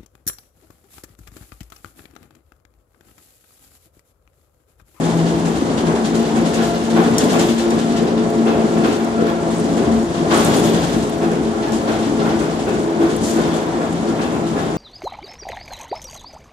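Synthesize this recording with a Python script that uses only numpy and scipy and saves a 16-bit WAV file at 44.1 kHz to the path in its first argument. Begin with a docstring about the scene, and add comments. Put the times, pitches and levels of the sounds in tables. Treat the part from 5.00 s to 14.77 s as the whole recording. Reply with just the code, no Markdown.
"""Trolleybus cabin at near-steady speed

The drive hums at multiples of its shaft speed over road rumble in the boxy cabin. About once a wheel turn a thud
booms in the floor and clatters the side walls. Wheel hops, in runs of about ten a second or singly, shake panels
and fittings; sheets ring, parts tick on the window pane, a wall joint creaks and a fitting squeaks now and then.
Tones are sines, knocks and rumble are shaped noise; two microphone ports hear them all."""
import sys
import numpy as np
from scipy import signal
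from scipy.fft import rfft, irfft, next_fast_len
from scipy.io import wavfile
from scipy.ndimage import uniform_filter1d

SR = 44100
rng = np.random.default_rng(int(sys.argv[2]) if len(sys.argv) > 2 else 0)


def int16_out(signal):
    """Quantize to a 16-bit WAV file."""
    q = np.round(np.clip(np.atleast_2d(signal).T, -1, 1) * 32767)
    wavfile.write(sys.argv[1], SR, q.astype(np.int16))


N = 430857
FFT_SAMPLES = next_fast_len(N + 4096)
FREQ_HZ = np.fft.rfftfreq(FFT_SAMPLES, 1 / SR)
TIME_S = np.arange(N) / SR

# Drive shaft. Each row: time in seconds, shaft speed in Hz.
SHAFT_SPEED = [(0, 27.8), (.8, 28.29), (1.6, 28.45), (2.2, 28.71), (2.8, 28.62), (3.5, 28.41), (4.1, 28.29),
               (4.6, 28.16), (5.1, 28.36), (6, 28.07), (7, 27.91), (7.5, 28.03), (8.2, 27.99), (9, 28.07),
               (9.77, 27.81)]
# Tone frequency of each drive tone, as a multiple of shaft speed.
SHAFT_MULTIPLES = (6, 8, 12, 15.1, 19, 24.1, 48)
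# Level curve each tone follows: 0 is MAIN_HUM, 1 to 4 the level columns of OTHER_TONES.
LEVEL_CURVE = (1, 0, 2, 3, 4, 4, 4)
# How far each tone lies under its curve, in dB.
TONE_BELOW_DB = (0, 0, 0, 0, 6, 0, 15)
# Slow swelling of each tone, in dB.
TONE_SWAY_DB = (1.5, .5, .5, 0, 2, 2.5, 2)
# Share of the wavering each tone takes up, as a factor.
TONE_UNREST = (1.2, .6, .8, .25, .45, .6, 1)
# Main hum level, beating unevenly, in three stretches. Each row: time in seconds, rms in dB before wavering.
MAIN_HUM = [
    [(0.0, -27), (0.04, -24), (0.07, -36), (0.1, -19), (0.12, -25), (0.14, -45), (0.19, -47), (0.25, -23),
     (0.37, -26), (0.39, -38), (0.43, -24), (0.51, -25), (0.58, -44), (0.63, -28.5), (0.99, -25),
     (1.01, -29), (1.04, -17), (1.1, -27), (1.19, -18), (1.27, -29), (1.39, -15), (1.44, -28), (1.47, -16),
     (1.52, -32), (1.57, -16), (1.71, -29), (1.88, -23), (1.95, -14), (1.99, -19.5), (2.14, -15),
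     (2.17, -27), (2.26, -17.5), (2.34, -31), (2.43, -20), (2.46, -37), (2.51, -21), (2.76, -18.5),
     (2.81, -29), (2.94, -17.5), (3.0, -18)],
    [(3.04, -23), (3.11, -28), (3.15, -17), (3.35, -29), (3.39, -16), (3.51, -18.5), (3.55, -27),
     (3.65, -12.5), (3.71, -31), (3.77, -12), (3.86, -26), (3.91, -22), (3.96, -32), (4.02, -19.5),
     (4.07, -27.5), (4.2, -19), (4.29, -28), (4.37, -18.5), (4.42, -32), (4.54, -18), (4.56, -24),
     (4.75, -25), (4.8, -19), (4.83, -32), (4.9, -18), (4.97, -18), (5.05, -24), (5.08, -45), (5.14, -27),
     (5.23, -27), (5.29, -21), (5.35, -24), (5.41, -16), (5.46, -28), (5.58, -17), (5.62, -41), (5.64, -24),
     (5.9, -31), (5.96, -18), (6.0, -25)],
    [(6.04, -25), (6.11, -25), (6.17, -43), (6.21, -28), (6.5, -23.5), (6.56, -43), (6.59, -19),
     (6.67, -42), (6.72, -26), (6.91, -22), (6.94, -34), (7.03, -21), (7.15, -32), (7.18, -21), (7.45, -26),
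     (7.49, -45), (7.51, -34), (7.67, -28), (7.91, -48), (7.97, -21), (8.03, -28), (8.09, -45), (8.11, -30),
     (8.24, -22), (8.26, -41), (8.34, -21), (8.61, -30.5), (8.75, -44), (8.78, -32), (8.93, -29),
     (8.97, -45), (9.0, -29), (9.2, -27), (9.23, -47), (9.45, -25), (9.49, -45), (9.53, -20), (9.6, -45),
     (9.7, -26), (9.77, -47)],
]
# Levels of the other drive tones, rising and falling unevenly. Each row: time in seconds, then rms in dB
# before wavering of the low hum, the overtone, the lower gear whine and the upper gear whine.
OTHER_TONES = [(0.0, -27, -24, -38, -41), (0.08, -18, -41, -40, -34), (0.11, -21.5, -27, -40, -43),
               (0.46, -23, -34, -33, -38.5), (0.6, -36, -33, -45, -39), (0.65, -29, -27, -36, -38),
               (0.92, -25, -32, -31, -39), (0.98, -38, -31, -36, -38), (1.14, -28, -32, -30, -33),
               (1.22, -32, -21.5, -27, -35), (1.28, -31, -41, -37, -32), (1.36, -32, -24.5, -35, -40),
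               (1.5, -24, -39, -28, -32), (1.52, -35, -30, -32, -30), (1.74, -24, -26, -29.5, -30.5),
               (1.85, -36, -31, -34, -40), (1.96, -22, -23, -26, -32), (2.23, -32, -36, -27.5, -42),
               (2.39, -25.5, -21, -25.5, -31), (2.61, -39, -29, -31, -41.5), (2.69, -32, -19.5, -30, -31),
               (2.83, -30, -31, -32, -38), (2.86, -26, -31, -43, -33), (2.91, -42, -41, -31, -33),
               (3.04, -30, -21, -27, -32), (3.13, -34, -29, -26, -30.5), (3.83, -31, -22.5, -28, -31.5),
               (4.08, -43, -30, -31, -37), (4.22, -31, -20, -26, -25), (4.33, -33, -28, -36, -30.5),
               (4.73, -28, -27.5, -32, -34.5), (5.03, -40, -28, -29.5, -31), (5.06, -35, -26, -40, -41),
               (5.12, -28, -33, -42, -37), (5.25, -27, -23, -34, -29), (5.36, -43, -26, -26, -39),
               (5.49, -26, -33, -29, -32), (6.17, -31.5, -28.5, -31, -36), (6.26, -26, -22, -31, -30),
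               (6.28, -25.5, -29, -28.5, -35), (6.72, -44, -29, -31.5, -38), (6.88, -30, -25, -33, -33),
               (7.16, -39, -32, -31, -41), (7.21, -25, -25, -26, -28), (7.29, -33, -20, -35, -34),
               (7.4, -31, -32, -31, -41), (7.97, -37.5, -26, -28, -41), (8.03, -31, -21, -28, -28),
               (8.16, -27, -33, -30, -50), (8.3, -35, -22, -31, -35), (8.46, -25, -26.5, -28, -40),
               (8.87, -37, -30, -35, -35), (8.95, -26, -34, -42, -37), (9.09, -35, -24.5, -30, -38),
               (9.22, -27, -30, -40, -37), (9.28, -38, -32, -29, -35), (9.36, -31, -40, -38, -46),
               (9.44, -26, -25, -33, -33), (9.72, -36, -31, -33, -36), (9.77, -26, -34, -36, -49)]

# Thuds, one every wheel turn or so. Each row: time in seconds, floor boom in dB, wall clatter in dB.
THUDS = [(.05, -33, -38), (.44, -22.5, -34.5), (.86, -20, -33), (1.12, -23, -35), (1.35, -23, -33),
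         (1.57, -20, -30), (1.95, -16.5, -25), (2.33, -21, -25.5), (2.7, -22, -33.5), (3.0, -16.5, -42),
         (3.45, -16.5, -28.5), (3.75, -21, -34), (3.83, -18.5, -27), (4.17, -15.5, -35.5), (4.26, -37, -33),
         (4.76, -19.5, -36), (5.298, -20, -22.5), (5.38, -22, -31), (5.45, -27, -31.5), (5.53, -22, -38),
         (5.62, -21, -39), (5.72, -26, -34), (5.82, -24, -37), (5.93, -29, -35), (6.21, -21, -31),
         (6.3, -22, -33.5), (6.65, -35, -44), (6.87, -27, -29.5), (7.24, -22, -30), (7.39, -23.5, -34),
         (7.66, -20, -31.5), (7.99, -18, -34), (8.35, -20.5, -31.5), (8.5, -23, -38), (8.8, -40, -34),
         (9.18, -27, -31), (9.55, -21.5, -31.5)]
# Wheel hops at even gaps. Each row: first and last hop in seconds, first and last peak in dB,
# small fittings minus panels in dB at the first and at the last.
HOP_RUNS = [(.079, 0.25, -43, -22.5, -3, -8), (0.446, 0.65, -25, -23, -1, -10),
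            (0.768, 0.947, -22, -25, -6, -3), (1.041, 1.14, -19.5, -19, -4, -4),
            (1.246, 1.35, -22.5, -25, -8, -1), (1.531, 1.618, -18, -18.5, -2.5, -3.5),
            (2.198, 2.384, -19, -15, -2, -2), (2.48, 2.575, -18.5, -18.5, -6, -4),
            (2.698, 2.775, -26, -22.5, -3, -4), (2.957, 3.167, -20.5, -24, -6, -17),
            (5.33, 5.44, -15.5, -27, -2, 7), (5.73, 6.02, -21.5, -26.5, -1, 0),
            (6.113, 6.418, -31, -29, 0, -6), (7.188, 7.382, -23, -23, -13, -3.5),
            (7.49, 7.775, -27.5, -29.5, -3, 0), (7.994, 8.09, -34, -30, -6, 1)]
# Single wheel hops and jolts, listed one by one. Each row: time in seconds, peak in dB,
# small fittings minus panels in dB.
SINGLE_HOPS = [(1.445, -21.5, -3), (1.739, -22.5, -8), (1.894, -20.5, -6), (2.029, -22, -6),
               (2.129, -25, -5), (2.89, -25, -12), (2.182, -23, 4.5), (3.469, -27, -18), (3.749, -38, -5),
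               (3.833, -19.5, -9), (3.919, -24.5, -2.5), (4.199, -25.5, -8.5), (4.257, -26, -13),
               (4.5, -32, 5), (4.535, -36, 6), (4.578, -39, 4), (4.769, -23.5, -4), (4.909, -28, -3),
               (5.139, -23.5, -11), (5.304, -14, -12), (5.389, -21, -1), (5.525, -19, -1), (5.56, -28, 8),
               (5.625, -18.5, 0.5), (6.619, -25, -17), (6.721, -24, 0), (6.87, -26, -12), (6.91, -25, -8),
               (6.98, -27, -4), (7.02, -22, -9), (8.2, -36, 11), (8.228, -27.5, 9.5), (8.27, -32, 12),
               (8.309, -32, 5), (8.535, -28.5, 4), (9.069, -26.5, -5), (9.205, -25, -4), (9.289, -34, 3),
               (9.458, -25, -8), (9.579, -30, -2)]
# One sheet ringing out. Each row: start in seconds, approximate frequency in Hz, rms in dB.
RINGS = [(.04, 830, -28), (1.95, 760, -32), (2.2, 3350, -41), (2.29, 3350, -43), (2.34, 830, -29),
         (2.4, 3350, -40), (3.02, 335, -23), (3.46, 830, -29), (3.46, 335, -30), (3.83, 335, -15.5),
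         (5.31, 1100, -24), (5.44, 150, -27), (5.52, 150, -28), (5.61, 150, -26), (5.71, 150, -28),
         (5.81, 150, -28), (5.33, 3350, -38), (5.42, 3350, -39), (5.52, 3350, -36), (5.63, 3350, -35),
         (5.74, 3350, -42), (6.2, 760, -28), (7.25, 760, -31), (6.55, 1380, -37), (6.63, 830, -26),
         (6.65, 1690, -41), (6.86, 335, -21), (6.87, 1450, -37.5), (7.23, 335, -20), (7.27, 1380, -41),
         (8.0, 335, -17), (8.04, 1450, -39), (8.36, 1450, -35), (8.5, 3350, -38), (8.53, 1380, -39),
         (8.8, 1690, -43), (9.06, 1380, -43), (9.19, 1690, -47), (9.2, 2620, -43), (8.0, 3350, -47),
         (8.08, 3350, -48), (8.84, 3350, -47), (9.21, 3350, -44), (9.31, 2620, -46), (9.57, 3350, -44),
         (9.56, 1690, -40)]
# Sheet-metal modes. Each row: frequency in Hz, width in Hz, level in dB relative to the shaking.
SHEET_MODES = [(150, 61, -8.5), (335, 11.4, -1), (760, 52, -5.5), (830, 28, -15), (1100, 130, -8),
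               (1380, 25, -13), (1480, 48, -12), (1690, 60, -13), (2640, 150, -16.5), (3350, 320, -15.5)]
# Hard part knocking on the pane. Each row: start in seconds, peak in dB, centre in Hz,
# spread as log of frequency ratio.
PANE_KNOCKS = [(1.038, -33, 7370, .35), (2.1824, -7, 6850, .6), (2.184, -22, 5440, 0.1),
               (2.3955, -21, 7160, .35), (2.705, -21.5, 6800, 0.43), (3.3019, -32, 9000, 0.45),
               (4.0462, -30, 7960, 0.38), (4.392, -42, 7200, 0.23), (4.582, -28, 8700, 0.094),
               (4.598, -24, 8300, .12), (4.612, -33, 6000, .15), (4.6432, -28, 6960, .3),
               (5.0295, -31, 7230, 0.36), (5.376, -17, 8680, 0.13), (5.4475, -14.5, 9000, 0.3),
               (5.464, -23, 8500, .2), (5.565, -20, 8800, .2), (5.645, -25, 6500, .3),
               (6.096, -27, 9510, .3), (6.3166, -27, 7280, 0.29), (6.7209, -24, 6590, 0.56),
               (8.164, -24, 9300, 0.26), (8.9277, -30, 8390, .17)]
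# Pane modes. Each row: frequency in Hz, relative level in dB, t60 in seconds.
PANE_MODES = [(4150, -10, .03), (5400, 0, .045), (6000, -3, .045), (6900, -8, .04), (7400, -5, .04),
              (8400, -7, .035), (8650, -11, .04), (9000, -6, .025), (10500, -7, .022), (11600, -9, .02),
              (13000, -10, .02)]
# Wall joint creaking. Each row: start in seconds, length in seconds, level in dB.
CREAKS = [(4.21, .122, -31), (6.63, .12, -36), (8.06, .07, -37), (8.5, .05, -37), (8.8, .08, -39),
          (9.55, .07, -37)]
# Hollow wall resonances. Each row: frequency in Hz, width in Hz, relative level in dB.
HOLLOW_MODES = [(1050, 66, 7), (1410, 90, 1), (1690, 61, 0), (2280, 200, -11), (3300, 230, -10)]
# Fitting squeaking. Each row: start in seconds, length in seconds, frequency in Hz, level in dB.
SQUEAKS = [(5.35, .06, 9550, -34), (5.4, .04, 9560, -44), (5.56, .06, 9540, -41)]
# Road. 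Each row: time in seconds, cabin boom in dB, steady shaking of the fittings as a reference in dB.
ROAD = [(0, -22, -31), (.24, -20, -34), (.6, -21, -35.5), (1.11, -21, -37), (1.57, -21.5, -34.5),
        (1.9, -24.5, -33.5), (2.09, -18.5, -33.5), (2.39, -18, -31), (2.56, -22, -35), (2.9, -21.5, -35),
        (3.13, -21.5, -40), (3.35, -21.5, -35.5), (3.5, -19.5, -37.5), (3.73, -20, -34.5),
        (4.3, -24.5, -39), (4.73, -20, -34.5), (5.08, -23, -37), (5.25, -21, -35), (5.39, -17.5, -28),
        (5.6, -15, -30), (5.9, -21, -32), (6.15, -25, -38.5), (6.4, -24, -38.5), (6.65, -23, -37.5),
        (6.95, -21.5, -35.5), (7.242, -21.5, -36), (7.55, -24, -37.5), (7.9, -23.5, -38),
        (8.15, -24.5, -36), (8.43, -18.5, -32.5), (8.6, -22, -37), (8.95, -24, -37.5), (9.35, -22.5, -39),
        (9.77, -25, -37.5)]
# Body heaving on its springs over a dip. Each row: start in seconds, peak in dB.
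HEAVES = [(.45, -37), (1.45, -42), (2.15, -41), (4.8, -30), (5.35, -31), (5.8, -32.5), (6.75, -48),
          (7.27, -35.5), (8.08, -35), (9.3, -41)]

# Spectra, relative only. Each row: frequency in Hz, level in dB per Hz.
HEAVE_SPECTRUM = [(20, -37), (40, -14), (60, 5.5), (100, 2.5), (140, -31), (250, -58)]
BOOM_SPECTRUM = [(60, -38), (100, -18), (130, -8), (170, -8.5), (250, -1.5), (340, -3.5), (450, -9),
                 (600, -20), (1000, -90)]
ROAR_SPECTRUM = [(250, -35), (400, -1.5), (520, -0.5), (700, 0.5), (850, -4.5), (1020, -7), (1260, -14),
                 (2400, -22), (5000, -95)]
FLOOR_SPECTRUM = [(60, -30), (150, 5), (250, 7.5), (330, 13), (450, 9.5), (600, 1), (1000, -70)]
WALL_SPECTRUM = [(300, -36), (600, 2), (800, 1), (1100, -8), (1700, -13.5), (2500, -13.5), (5000, -68)]
PANEL_SPECTRUM = [(700, -11), (1700, -2), (2350, -8.5), (2900, -3.5), (3400, -2.5), (4500, -7),
                  (6000, -10.5), (10000, -43)]
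FITTING_SPECTRUM = [(2500, -11.5), (4500, -2.5), (5600, -2.5), (7000, 3), (9500, -5), (11500, -17),
                    (14800, -31)]
TREBLE_SPECTRUM = [(6000, -25), (9000, -11), (11000, 3), (13000, 2), (14800, -10)]
# Two microphone ports. Each row: frequency in Hz, likeness 0 to 1, lead of the right in radians,
# left minus right in dB.
PORTS = [(43, 1, 0.5, 8), (130, 1, 0.3, 4), (230, 1, 0.46, 3.5), (335, 0.85, 0.4, 3),
         (464, 0.86, 0.68, 0.5), (540, 0.94, 0.96, 0), (720, 0.96, 0.5, 2.5), (816, 0.7, 0, 6),
         (937, 0.16, 0.3, -3.5), (990, 0.32, -2.5, 4), (1500, 0.24, -3.5, 1), (2050, 0, -4, -4),
         (2610, 0.1, -4.5, 2.5), (3450, 0.4, 1, 1.5), (6960, 0, 1.5, 3), (13600, 0.1, -23, 9)]

# Harder thuds die away more slowly.
THUD_RISE_S, THUD_T60_S, LONGER_S_PER_DB, SOFT_THUD_DB = 0.032, 0.34, 0.0138, -37
CLATTER_RISE_S = 0.026
HOP_HZ = 10.3
CREST_DB = 12.5  # peak of a burst of knocks above its rms
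SHAKE_RISE_S, SHAKE_T60_S = 0.015, 0.47
RING_RISE_S, RING_T60_S = 0.045, 0.45
HEAVE_CALM_DB, HEAVE_RISE_S, HEAVE_T60_S = -40, 0.12, 1.2
# Roar rises with the boom, less steeply.
CALM_BOOM_DB, CALM_ROAR_DB, ROAR_DB_PER_BOOM_DB = -21, -27, 0.78
TOP_HZ = 14700


def undb(db):
    """Decibels to gain."""
    return 10 ** (np.asarray(db) / 20)


def along(table, column):
    """Column of a table, interpolated over log frequency."""
    rows = np.array(table)
    return np.interp(np.log(FREQ_HZ + 1), np.log(rows[:, 0]), rows[:, column])


def colour(x, spectrum):
    """Filter by a spectrum, then scale to rms 1."""
    y = irfft(rfft(x, FFT_SAMPLES) * undb(along(spectrum, 1)), FFT_SAMPLES)[..., :N]
    return y / np.sqrt(np.mean(y ** 2))


def noise():
    """White noise along two unrelated paths."""
    return rng.standard_normal((2, N))


def walk(rate_hz):
    """Random levels held 1 / rate_hz, smoothed twice; spread near 1."""
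    coarse_s = TIME_S[::32]
    hold = max(int(len(coarse_s) / TIME_S[-1] / rate_hz), 1)
    held = np.repeat(rng.standard_normal(len(coarse_s) // hold + 1), hold)
    smooth = uniform_filter1d(uniform_filter1d(held, hold), hold)[:len(coarse_s)]
    return np.interp(TIME_S, coarse_s, 1.266 * smooth)


def bursts(start_s, peak_db, rise_s, t60_s):
    """Power sum of swells that rise smoothly and die away exponentially."""
    power = np.zeros(N)
    for start, peak, rise, t60 in np.broadcast(start_s, peak_db, rise_s, t60_s):
        first = max(int(start * SR), 0)
        t = TIME_S[first:first + int((rise + t60) * SR)] - start
        onset = np.sin(np.clip(t / rise, 0, 1) * np.pi / 2) ** 2
        decay_db = 60 * np.maximum(t - rise, 0) / t60
        power[first:first + len(t)] += undb(2 * (peak - decay_db)) * onset
    return np.sqrt(power)


def chatter(knocks_per_s, scatter_db, smear_s):
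    """Dense uneven knocks, each smeared by the cabin into decaying noise on two unrelated paths."""
    knock_power = undb(2 * scatter_db * rng.uniform(-0.72, 1, N))
    knocks = (rng.random(N) < knocks_per_s / SR) * knock_power
    fade = np.exp(-1 / (smear_s * SR))
    return np.sqrt(signal.lfilter([1], [1, -fade], knocks)) * noise()


def drive(waver_db=2., wobble_cycles=.075, shudder_turns=.0045):
    """Gear and motor tones lock to the shaft; level and phase waver at random."""
    shaft_hz = np.interp(TIME_S, *np.transpose(SHAFT_SPEED))
    s, *columns = np.transpose(OTHER_TONES)
    levels_db = [np.interp(TIME_S, *np.vstack(MAIN_HUM).T)]
    levels_db += [np.interp(TIME_S, s, column) for column in columns]
    turns = np.cumsum(shaft_hz) / SR
    twist = shudder_turns * walk(30)  # blurs high multiples most
    out = 0
    tones = zip(SHAFT_MULTIPLES, LEVEL_CURVE, TONE_BELOW_DB, TONE_SWAY_DB, TONE_UNREST)
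    for multiple, curve, below_db, sway_db, unrest in tones:
        path_slip = np.array([0 * TIME_S, 2 * walk(4)])  # second path slips against the first
        wobble = unrest * wobble_cycles * walk(18)
        cycles = multiple * (turns + unrest * twist) + wobble + path_slip
        db = levels_db[curve] - below_db + unrest * waver_db * walk(20) + sway_db * walk(9)
        out = out + np.sqrt(2) * undb(db) * np.sin(2 * np.pi * cycles)
    return out


def thuds():
    """Each thud booms the floor, clatters the side walls and shakes their sheet modes."""
    s, floor_db, wall_db = np.transpose(THUDS)
    t60_s = THUD_T60_S + LONGER_S_PER_DB * np.maximum(floor_db - SOFT_THUD_DB, 0)
    floor = bursts(s, floor_db, THUD_RISE_S, t60_s) * colour(noise(), FLOOR_SPECTRUM)
    wall_size = bursts(s, wall_db, CLATTER_RISE_S, 1.34 * t60_s)
    walls = wall_size * colour(chatter(660, 5.0, 0.022), WALL_SPECTRUM)
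    return floor + walls + sheets(np.hypot(wall_size, undb(-45.0)))


def sheets(shake, patchy_db=2.5):
    """Sheet-metal modes resonate to the shaking in patches; some also ring out alone."""
    s, ring_hz, ring_db = np.transpose(RINGS)
    mode_hz = np.array(SHEET_MODES)[:, 0]
    nearest = np.abs(np.log(ring_hz[:, None] / mode_hz)).argmin(axis=1)
    out = 0
    for k, (hz, width_hz, db) in enumerate(SHEET_MODES):
        mode = signal.lfilter(*signal.iirpeak(hz, hz / width_hz, SR), noise())
        own = nearest == k
        shaken = shake * undb(db + patchy_db * walk(9))
        ringing = bursts(s[own], ring_db[own], RING_RISE_S, RING_T60_S)
        out = out + np.hypot(shaken, ringing) * mode / mode.std()
    return out


def shakes():
    """Hops of every run, then the single ones: rows of seconds, peak dB, fittings minus panels dB."""
    runs = []
    for run in HOP_RUNS:
        hops = 1 + round((run[1] - run[0]) * HOP_HZ)
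        runs.append(np.linspace(run[0::2], run[1::2], hops))
    return np.vstack(runs + [SINGLE_HOPS])


def rattle(steady_db):
    """Panels rattle low, small fittings high; both chatter steadily and burst at each hop or jolt."""
    s, peak_db, high_db = shakes().T
    panel_db = peak_db - CREST_DB
    panel_bursts = bursts(s, panel_db, SHAKE_RISE_S, SHAKE_T60_S)
    fitting_bursts = bursts(s, panel_db + high_db, 1.1 * SHAKE_RISE_S, 0.79 * SHAKE_T60_S)
    panel_size = np.hypot(undb(steady_db - 4.0), panel_bursts)
    fitting_size = np.hypot(undb(steady_db - 8.0), fitting_bursts)
    panels = panel_size * colour(chatter(1200, 11.0, 0.014), PANEL_SPECTRUM)
    fittings = fitting_size * colour(chatter(900, 4.2, 0.0085), FITTING_SPECTRUM)
    # very high layer grows steeply with fitting level, smoothed over time
    treble_size = undb(8.0) * signal.lfilter([.0004], [1, -.9996], fitting_size ** 1.7)
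    treble = treble_size * colour(chatter(260, 8., .004), TREBLE_SPECTRUM)
    return panels + fittings + treble


def ticks(crack_t60_s=.022, crack_db=2.):
    """A brief noise crack, with pane modes ringing near the centre of the blow."""
    out, t = np.zeros((2, N)), TIME_S[:3000]
    hz, mode_db, t60_s = np.transpose(PANE_MODES)[:, :, None]
    for s, peak_db, centre_hz, spread in PANE_KNOCKS:
        crack = rng.standard_normal((2, len(t))) * undb(crack_db - 60 * t / crack_t60_s)
        band_hz = centre_hz * np.exp([-spread, spread])
        band = signal.butter(2, band_hz, "band", fs=SR, output="sos")
        share = undb(mode_db - 60 * t / t60_s) * np.exp(-(np.log(hz / centre_hz) / spread) ** 2)
        start_turn = rng.random((2, len(PANE_MODES), 1))
        ring = np.sum(share * np.sin(2 * np.pi * (hz * t + start_turn)), axis=1)
        blow = signal.sosfilt(band, crack) + ring
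        first = int(s * SR)
        out[:, first:first + len(t)] += undb(peak_db) * blow / np.abs(blow).max()
    return out


def creaks(slips_per_s=260, stop_s=.006):
    """Uneven slips ring the hollow wall, swell, and stop short."""
    size = 0
    for s, length_s, db in CREAKS:
        swell = np.clip((TIME_S - s) / length_s, 0, 1) ** .5
        stop = np.clip((s + length_s - TIME_S) / stop_s, 0, 1)
        size = size + undb(db) * swell * stop
    slips = chatter(slips_per_s, 4., 0.0024)
    ring = 0
    for hz, width_hz, db in HOLLOW_MODES:
        mode = signal.lfilter(*signal.iirpeak(hz, hz / width_hz, SR), slips)
        ring = ring + undb(db) * mode / np.sqrt(width_hz)
    return size * ring / ring.std()


def squeaks():
    """Stick-slip on one high mode: a thin tone stuttering in level and pitch."""
    out = 0
    for s, length_s, hz, db in SQUEAKS:
        shape = np.sin(np.clip((TIME_S - s) / length_s, 0, 1) * np.pi) ** .5
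        cycles = hz * TIME_S + 70 * np.cumsum(walk(400)) / SR + rng.random((2, 1))
        out = out + shape * undb(db + 5 * walk(200)) * np.sin(2 * np.pi * cycles)
    return out


def rumble(boom_db):
    """Tyres on coarse tarmac: springs heave, cabin booms, tread roars; boom and roar flutter apart."""
    heave_size = np.hypot(undb(HEAVE_CALM_DB), bursts(*np.transpose(HEAVES), HEAVE_RISE_S, HEAVE_T60_S))
    heave = heave_size * colour(noise(), HEAVE_SPECTRUM)
    boom = undb(boom_db + 1.5 * walk(9)) * colour(noise(), BOOM_SPECTRUM)
    roar_db = CALM_ROAR_DB + ROAR_DB_PER_BOOM_DB * (boom_db - CALM_BOOM_DB)
    roar = undb(roar_db + 1.25 * walk(9)) * colour(noise(), ROAR_SPECTRUM)
    return heave + boom + roar


def scene():
    """Sum of all sources, each along two paths through the cabin."""
    s, boom_db, shake_db = np.transpose(ROAD)
    structure = thuds() + rattle(np.interp(TIME_S, s, shake_db))
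    details = ticks() + creaks() + squeaks()
    return drive() + structure + details + rumble(np.interp(TIME_S, s, boom_db))


def record(dry):
    """Two ports a hand apart hear bass alike, treble apart; peaks are rounded and the top is cut."""
    first, second = rfft(dry, FFT_SAMPLES)
    like, lead_rad = np.clip(along(PORTS, 1), 0, 1), along(PORTS, 2)
    tilt = undb(along(PORTS, 3) / 2)
    right = like * np.exp(1j * lead_rad) * first + np.sqrt(1 - like ** 2) * second
    # unlike ports add up weakly, so each is raised
    port_gain = np.sqrt(2 / (1 + like * np.cos(lead_rad)))
    pair = irfft(np.array([first * tilt, right / tilt]) * port_gain, FFT_SAMPLES)[:, :N]
    rounded = np.tanh(0.65 * pair) / 0.66
    return signal.sosfilt(signal.ellip(10, .2, 80, TOP_HZ, fs=SR, output="sos"), rounded)


dry = scene()
out = record(dry)
int16_out(out)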